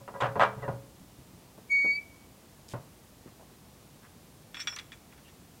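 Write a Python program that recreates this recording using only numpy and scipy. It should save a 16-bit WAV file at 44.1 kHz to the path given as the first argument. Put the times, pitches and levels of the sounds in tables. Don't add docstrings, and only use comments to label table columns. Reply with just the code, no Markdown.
import sys
import numpy as np
from scipy import signal
from scipy.fft import rfft, irfft, next_fast_len
from scipy.io import wavfile
from scipy.ndimage import uniform_filter1d

SR = 44100
rng = np.random.default_rng(int(sys.argv[2]) if len(sys.argv) > 2 else 0)


def int16_out(signal):
    q = np.round(np.clip(np.atleast_2d(signal).T, -1, 1) * 32767)
    wavfile.write(sys.argv[1], SR, q.astype(np.int16))


N = 246959

# pitch_hz, level_db
AIR_TONE = [(12, -46), (20, -20), (27, -28), (49, -2), (153, 0.5), (274, -4), (439, -9.5), (505, -9),
            (549, -11.5), (597, -10), (667, -11), (1130, -15.5), (1410, -19.5), (8880, -23), (15500, -26)]
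# start_s, level_db, brightness_db_per_octave, ring_db, length_s, swell_db, boom_db
DOOR_CLANKS = [(0.006, -58, -13.5, 5.5, 0.019, -13, -44.5), (0.078, -32.5, -3.5, -7, .034, -34, -44),
               (0.14, -47, -5, 3, 0.021, 5.5, -52), (0.204, -33.5, 6, -2, .01, -0.5, -52),
               (0.222, -21.5, 2.5, -5, .046, -11.5, -25.5), (0.356, -27, -6, -2.5, .02, -12.5, -45),
               (0.396, -21.5, 3.5, -3, .037, 3.5, -33), (0.566, -51, -10, -5, 0.016, 4.5, -34),
               (0.623, -39, -4.5, 1.5, .028, -5, -30.5), (0.6791, -28.5, -7, -5, .044, -18, -31),
               (2.736, -35.5, -3, -9.5, .024, -8, -29.5)]
# pitch_hz, level_db
DOOR_TONE = [(60, -25.5), (130, -6), (300, -9), (450, 3.5), (650, 7), (1000, 7.5), (1600, 1.5),
             (2100, -7.5), (3200, -14), (4800, -36), (8000, -35.5), (15000, -104)]
# pitch_hz, level_db, ring_s
DOOR_NOTES = [(199.4, -15, 0.55), (278.4, -25.5, 1), (435, -15.5, 0.7), (515, -11, 0.11), (549, -5.5, 0.6),
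              (588.4, -3.5, 0.2), (650, -14, 0.31), (699, 2.5, 0.057), (820, -22, 0.19), (943, -7.5, 0.27),
              (1000.7, 2, 0.1), (1040, -25.5, 0.16), (1078, -4, 0.1), (1200, -12, 0.19), (1264, -5.5, 0.2),
              (1437, -8.5, 0.14), (1597, -15, 0.12), (1637, -6, 0.1), (1650, -23, .12), (1960, -10, 0.11),
              (2324, -22.5, 0.2), (2780, -15, 0.1), (3450, -21, 0.085)]
# pitch_hz, level_db, ring_s
FIREBOX_NOTES = [(121.2, -0.5, 0.37), (143, -8, 0.26), (161, -11, 0.12), (243, -33.5, 0.24)]
# delay_s, level_db
ECHOES = [(.055, -20.5), (.115, -30.5), (.185, -33.5), (.33, -41.5)]
# start_s, length_s, level_db, pitch_hz, width_octaves
SCUFFS = [(0.205, 0.017, -39, 3080, 0.56), (0.207, 0.014, -53, 6500, 0.33), (2.682, 0.012, -53, 5260, 1.2),
          (2.688, 0.054, -52.5, 4300, 2.1), (3.255, 0.052, -60.5, 1170, 1.3),
          (3.387, 0.05, -53.5, 580, 0.88), (4.019, 0.058, -58.5, 1320, 1.05),
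          (4.762, 0.0028, -41, 5650, 1.15), (4.786, 0.0078, -37.5, 3900, 0.19),
          (5.244, 0.046, -61.5, 2940, 0.21)]
# start_s, level_db, brightness_db_per_octave
THUDS = [(1.005, -43.5, -16), (1.185, -42, -11), (1.335, -42, -14), (1.578, -42.5, 1), (1.843, -33, -0.5),
         (1.858, -39, 0.5), (2.7365, -35.5, -2), (3.258, -43.5, -6.5), (4.362, -44.5, -11.5)]
# pitch_hz, level_db
THUD_TONE = [(70, -23), (150, -0.5), (250, -3.5), (350, 2), (500, -2), (900, -10.5), (1500, -14.5),
             (3000, -40.5), (8000, -36)]
# time_s, level_db
HINGE_LEVELS = [(1.69, -47.5), (1.704, -33.5), (1.722, -23.5), (1.756, -22.5), (1.848, -25.5),
                (1.91, -23.5), (1.942, -34.5), (1.988, -33.5), (2.02, -57)]
# start_s, level_db, brightness_db_per_octave, ring_db
TONG_KNOCKS = [(4.544, -40, 0, -0.5), (4.569, -40.5, -2.5, -2), (4.594, -42.5, -2, -3),
               (4.6023, -36.5, 3.5, 1), (4.629, -48, 3, -22), (4.672, -30, 0, 1), (4.725, -43, -3, -9),
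               (4.7645, -38.5, -2, -18), (4.7867, -37.5, 2, -6.5), (4.919, -44, 0, -2),
               (5.124, -49.5, -8.5, -10), (5.178, -54, -6, -10), (5.282, -55, 3, -1)]
# pitch_hz, level_db
TONG_TONE = [(500, -26), (1000, -9), (1500, 0), (1900, 0), (2500, -0.5), (3000, -4.5), (3500, -8.5),
             (4700, -8), (6500, -18), (7900, -18), (10000, -28), (15000, -35)]
# pitch_hz, level_db, ring_s
TONG_NOTES = [(1426, -12, 0.13), (1842, -7, .08), (2283, -13, 0.22), (2378, 0.5, 0.064), (2643, -7, 0.06),
              (2810, -11, 0.086), (3373, -1, 0.096), (3374, -2, 0.035), (3412, 1, 0.073), (3730, -9, 0.088),
              (4650, -20, 0.092), (5650, -9, 0.13), (6400, -24, 0.17), (7160, -22.5, 0.35),
              (7575, -22.5, 0.43), (8070, -19, 0.098), (14400, -27, .14)]
# start_s, length_s, level_db, shift_hz
TONG_SLIDES = [(4.56, 0.036, -50, 2), (4.596, 0.028, -39.5, 20), (4.631, 0.0089, -52, 290),
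               (4.684, 0.082, -48, 19), (4.754, 0.037, -59, 400)]
# pitch_hz, width_hz, level_db
SLIDE_NOTES = [(5340, 62, 3), (5380, 35, -2), (5580, 34, 0.5), (5830, 71, -7)]


def from_db(db):
    return 10 ** (np.asarray(db) / 20)


def unit_level(x):
    return x / np.sqrt(np.mean(x ** 2) + 1e-20)


def level_at(tone, hz):
    pitch_hz, level_db = np.transpose(tone)
    return np.interp(np.log(np.maximum(hz, 1)), np.log(pitch_hz), level_db)


def clicks(times, sizes):
    out = np.zeros(N)
    np.add.at(out, (times * SR).astype(int), sizes)
    return out


def band(x, low_hz, high_hz):
    sos = signal.butter(2, [low_hz, min(high_hz, .45 * SR)], "band", fs=SR, output="sos")
    return signal.sosfilt(sos, x + 1e-18)


def fade(energy, ring_s):
    return signal.lfilter([1], [1, -from_db(-60 / (ring_s * SR)) ** 2], energy + 1e-18)


def air(level_db=-55.0):
    hz = np.arange(N // 2 + 1) * SR / N
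    spectrum = rfft(rng.standard_normal(N)) * from_db(level_at(AIR_TONE, hz))
    return from_db(level_db) * unit_level(irfft(spectrum, N))


def bounce(hits, gap_s, loss_db):
    again = np.array(hits, float)
    again[:, 0] += gap_s * (1 + .15 * rng.uniform(-1, 1, len(again)))
    again[:, 1] -= loss_db
    return again


def rattle(clanks, count=5, uneven=0.314, scatter_db=1.1):
    hits = []
    for start_s, level_db, brightness, ring_db, length_s, swell_db, _ in clanks:
        nudges = uneven * rng.uniform(-1, 1, count - 1)
        along = np.r_[0, np.arange(1, count) + nudges] / (count - 1)
        levels = level_db + swell_db * along + scatter_db * rng.standard_normal(count)
        run = [(when, db, brightness, ring_db) for when, db in zip(start_s + length_s * along, levels)]
        hits += [run, bounce(run[-1:], gap_s=.02, loss_db=9.5)]
    return np.vstack(hits)


def clatter(hits, tone, ring_s, tail_db, tail_s, damping):
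    start_s, level_db, brightness = np.transpose(hits)[:3]
    edges = np.geomspace(60, 16000, 25)
    centres = np.sqrt(edges[1:] * edges[:-1])
    share = from_db(level_at(tone, centres) + np.outer(brightness, np.log2(centres))) ** 2
    share *= np.diff(edges)
    share /= share.sum(axis=1, keepdims=True)
    noise, out = rng.standard_normal((2, N)), np.zeros(N)
    for k, hz in enumerate(centres):
        energy = clicks(start_s, from_db(level_db) ** 2 * share[:, k])
        life = (hz / 1000) ** -damping
        power = fade(energy, ring_s * life) + from_db(tail_db) ** 2 * fade(energy, tail_s * life)
        blur = band(noise[k % 2], edges[k], edges[k + 1])
        blur /= np.sqrt(uniform_filter1d(blur ** 2, size=900) + 1e-12)
        out += blur * signal.lfilter(*signal.butter(2, hz / 2, fs=SR), np.sqrt(power))
    return out


def ringing(start_s, force_db, brightness, notes, middle_hz, scatter_db):
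    chance, out = rng.standard_normal((len(start_s), len(notes))), np.zeros(N)
    for k, (hz, note_db, ring_s) in enumerate(notes):
        tilt_db = brightness * np.log2(hz / middle_hz) / 2
        strikes = clicks(start_s, from_db(force_db + note_db + tilt_db + scatter_db * chance[:, k]))
        decay, turn = from_db(-60 / (ring_s * SR)), 2 * np.pi * hz / SR
        feedback = [1, -2 * decay * np.cos(turn), decay * decay]
        out += (-1) ** k * signal.lfilter([0, np.sin(turn)], feedback, strikes + 1e-18)
    return out


def door():
    hits = rattle(DOOR_CLANKS)
    start_s, level_db, brightness, ring_db = hits.T
    plate = clatter(hits, DOOR_TONE, ring_s=0.089, tail_db=-10.5, tail_s=0.29, damping=0.42)
    ring = ringing(start_s, level_db + ring_db, brightness, DOOR_NOTES, middle_hz=900, scatter_db=4)
    thumps = [(clank[0], clank[-1]) for clank in DOOR_CLANKS]
    thump_s, boom_db = np.vstack([thumps, bounce(thumps, gap_s=.062, loss_db=7.5)]).T
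    boom = ringing(thump_s, boom_db, 0, FIREBOX_NOTES, middle_hz=125, scatter_db=2)
    snap = band(clicks(start_s, from_db(level_db + 23 + brightness)), 560, 1480)
    return snap + from_db(-3) * plate + from_db(-8.5) * ring + from_db(-2.5) * boom


def yard_echoes(x, dull_hz=3200, scatter_db=-33, fade_s=0.63):
    t = np.arange(SR) / SR
    response = from_db(scatter_db) * rng.standard_normal(SR) * from_db(-60 * t / fade_s)
    response *= np.sqrt(2 * np.log(1000) / (fade_s * SR))
    for delay_s, level_db in ECHOES:
        response[int(delay_s * SR)] += from_db(level_db)
    echoes = signal.fftconvolve(x, response)[:N]
    return signal.sosfilt(signal.butter(2, dull_hz, fs=SR, output="sos"), echoes)


def scuffs(grain_db=3):
    t, out = np.arange(N) / SR, np.zeros(N)
    friction = rng.standard_normal(N)
    friction *= from_db(grain_db * unit_level(band(rng.standard_normal(N), 30.4, 280)))
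    for start_s, length_s, level_db, hz, octaves in SCUFFS:
        along = np.clip((t - start_s) / length_s, 0, 1)
        stroke = np.sqrt(np.abs(np.sin(np.pi * along)))
        spread = 2 ** (octaves / 2)
        out += from_db(level_db) * stroke * unit_level(band(friction, hz / spread, hz * spread))
    return out


def squeal(pitch_hz, gain, second_db, third_db, waver_hz, grain):
    waver = unit_level(band(rng.standard_normal(N), 15, 116))
    phase = 2 * np.pi * np.cumsum(pitch_hz + waver_hz * waver) / SR
    flutter = 1 + grain * unit_level(band(rng.standard_normal(N), 25, 150))
    overtones = from_db(second_db) * np.sin(2 * phase)
    overtones += from_db(third_db) * (np.sin(3 * phase) + from_db(-9) * np.sin(4 * phase))
    return np.sqrt(2) * gain * (np.sin(phase) + flutter * overtones)


def latch_squeak(start_s=.622, length_s=0.054, start_hz=2010, fall_hz_per_s=5700, fade_db_per_s=218):
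    age = np.clip(np.arange(N) / SR - start_s, 0, length_s)
    stroke = np.sqrt(np.abs(np.sin(np.pi * age / length_s)))
    gain = from_db(-43 - fade_db_per_s * age) * stroke
    pitch_hz = start_hz - fall_hz_per_s * age
    return squeal(pitch_hz, gain, second_db=-40, third_db=-34, waver_hz=35, grain=0.48)


def thuds():
    return clatter(THUDS, THUD_TONE, ring_s=0.048, tail_db=-10, tail_s=.2, damping=0.16)


def hinge(start_hz=2237.5, creep_hz_per_s=45, bend_hz=51.6, slows_at_s=1.908, stalls_at_s=1.964):
    t = np.arange(N) / SR
    time_s, level_db = np.transpose(HINGE_LEVELS)
    age = t - time_s[0]
    slowing = np.clip((t - slows_at_s) / .06, 0, 1)
    pitch_hz = start_hz + creep_hz_per_s * age + bend_hz * slowing
    gain = from_db(np.interp(t, time_s, level_db)) * np.clip(age / .018, 0, 1) * (t < time_s[-1])
    second_db = -27 + 21.5 * np.sqrt(slowing) - 1402 * np.clip(t - stalls_at_s, 0, 1)
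    third_db = -37.5 + 12 / (1 + (age / .036) ** 8)
    return squeal(pitch_hz, gain, second_db, third_db, waver_hz=1.5, grain=0.24)


def tong_clinks():
    hits = np.vstack([TONG_KNOCKS, bounce(TONG_KNOCKS, gap_s=.0085, loss_db=5.5)])
    start_s, level_db, brightness, ring_db = hits.T
    knock = clatter(hits, TONG_TONE, ring_s=0.055, tail_db=-4, tail_s=0.15, damping=0.27)
    ring = ringing(start_s, level_db + ring_db, brightness, TONG_NOTES, middle_hz=3400, scatter_db=4.5)
    return from_db(-3) * knock + from_db(-3.5) * ring


def tong_slides(catch_s=0.0099, release_s=0.017, fade_db_per_s=58):
    friction = rng.standard_normal(N)
    song = unit_level(sum(from_db(db) * unit_level(band(friction, hz - width / 2, hz + width / 2))
                          for hz, width, db in SLIDE_NOTES))
    t, gain, shift_hz = np.arange(N) / SR, np.zeros(N), np.zeros(N)
    for start_s, length_s, level_db, hz in TONG_SLIDES:
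        age = np.maximum(t - start_s, 0)
        grip = np.clip(age / catch_s, 0, 1) * np.clip(1 - (age - length_s) / release_s, 0, 1)
        gain += grip * from_db(level_db - fade_db_per_s * age)
        shift_hz[t >= start_s] = hz
    bend = np.exp(2j * np.pi * np.cumsum(shift_hz) / SR)
    return gain * np.real(signal.hilbert(song, next_fast_len(N))[:N] * bend)


def scene():
    near = door() + latch_squeak() + hinge() + tong_clinks() + tong_slides() + thuds() + scuffs()
    return (near + yard_echoes(near) + air())[None]


def record(dry):
    cutoff_hz = 15850
    return signal.sosfilt(signal.ellip(12, .1, 80, cutoff_hz, fs=SR, output="sos"), dry)


dry = scene()
out = record(dry)
int16_out(out)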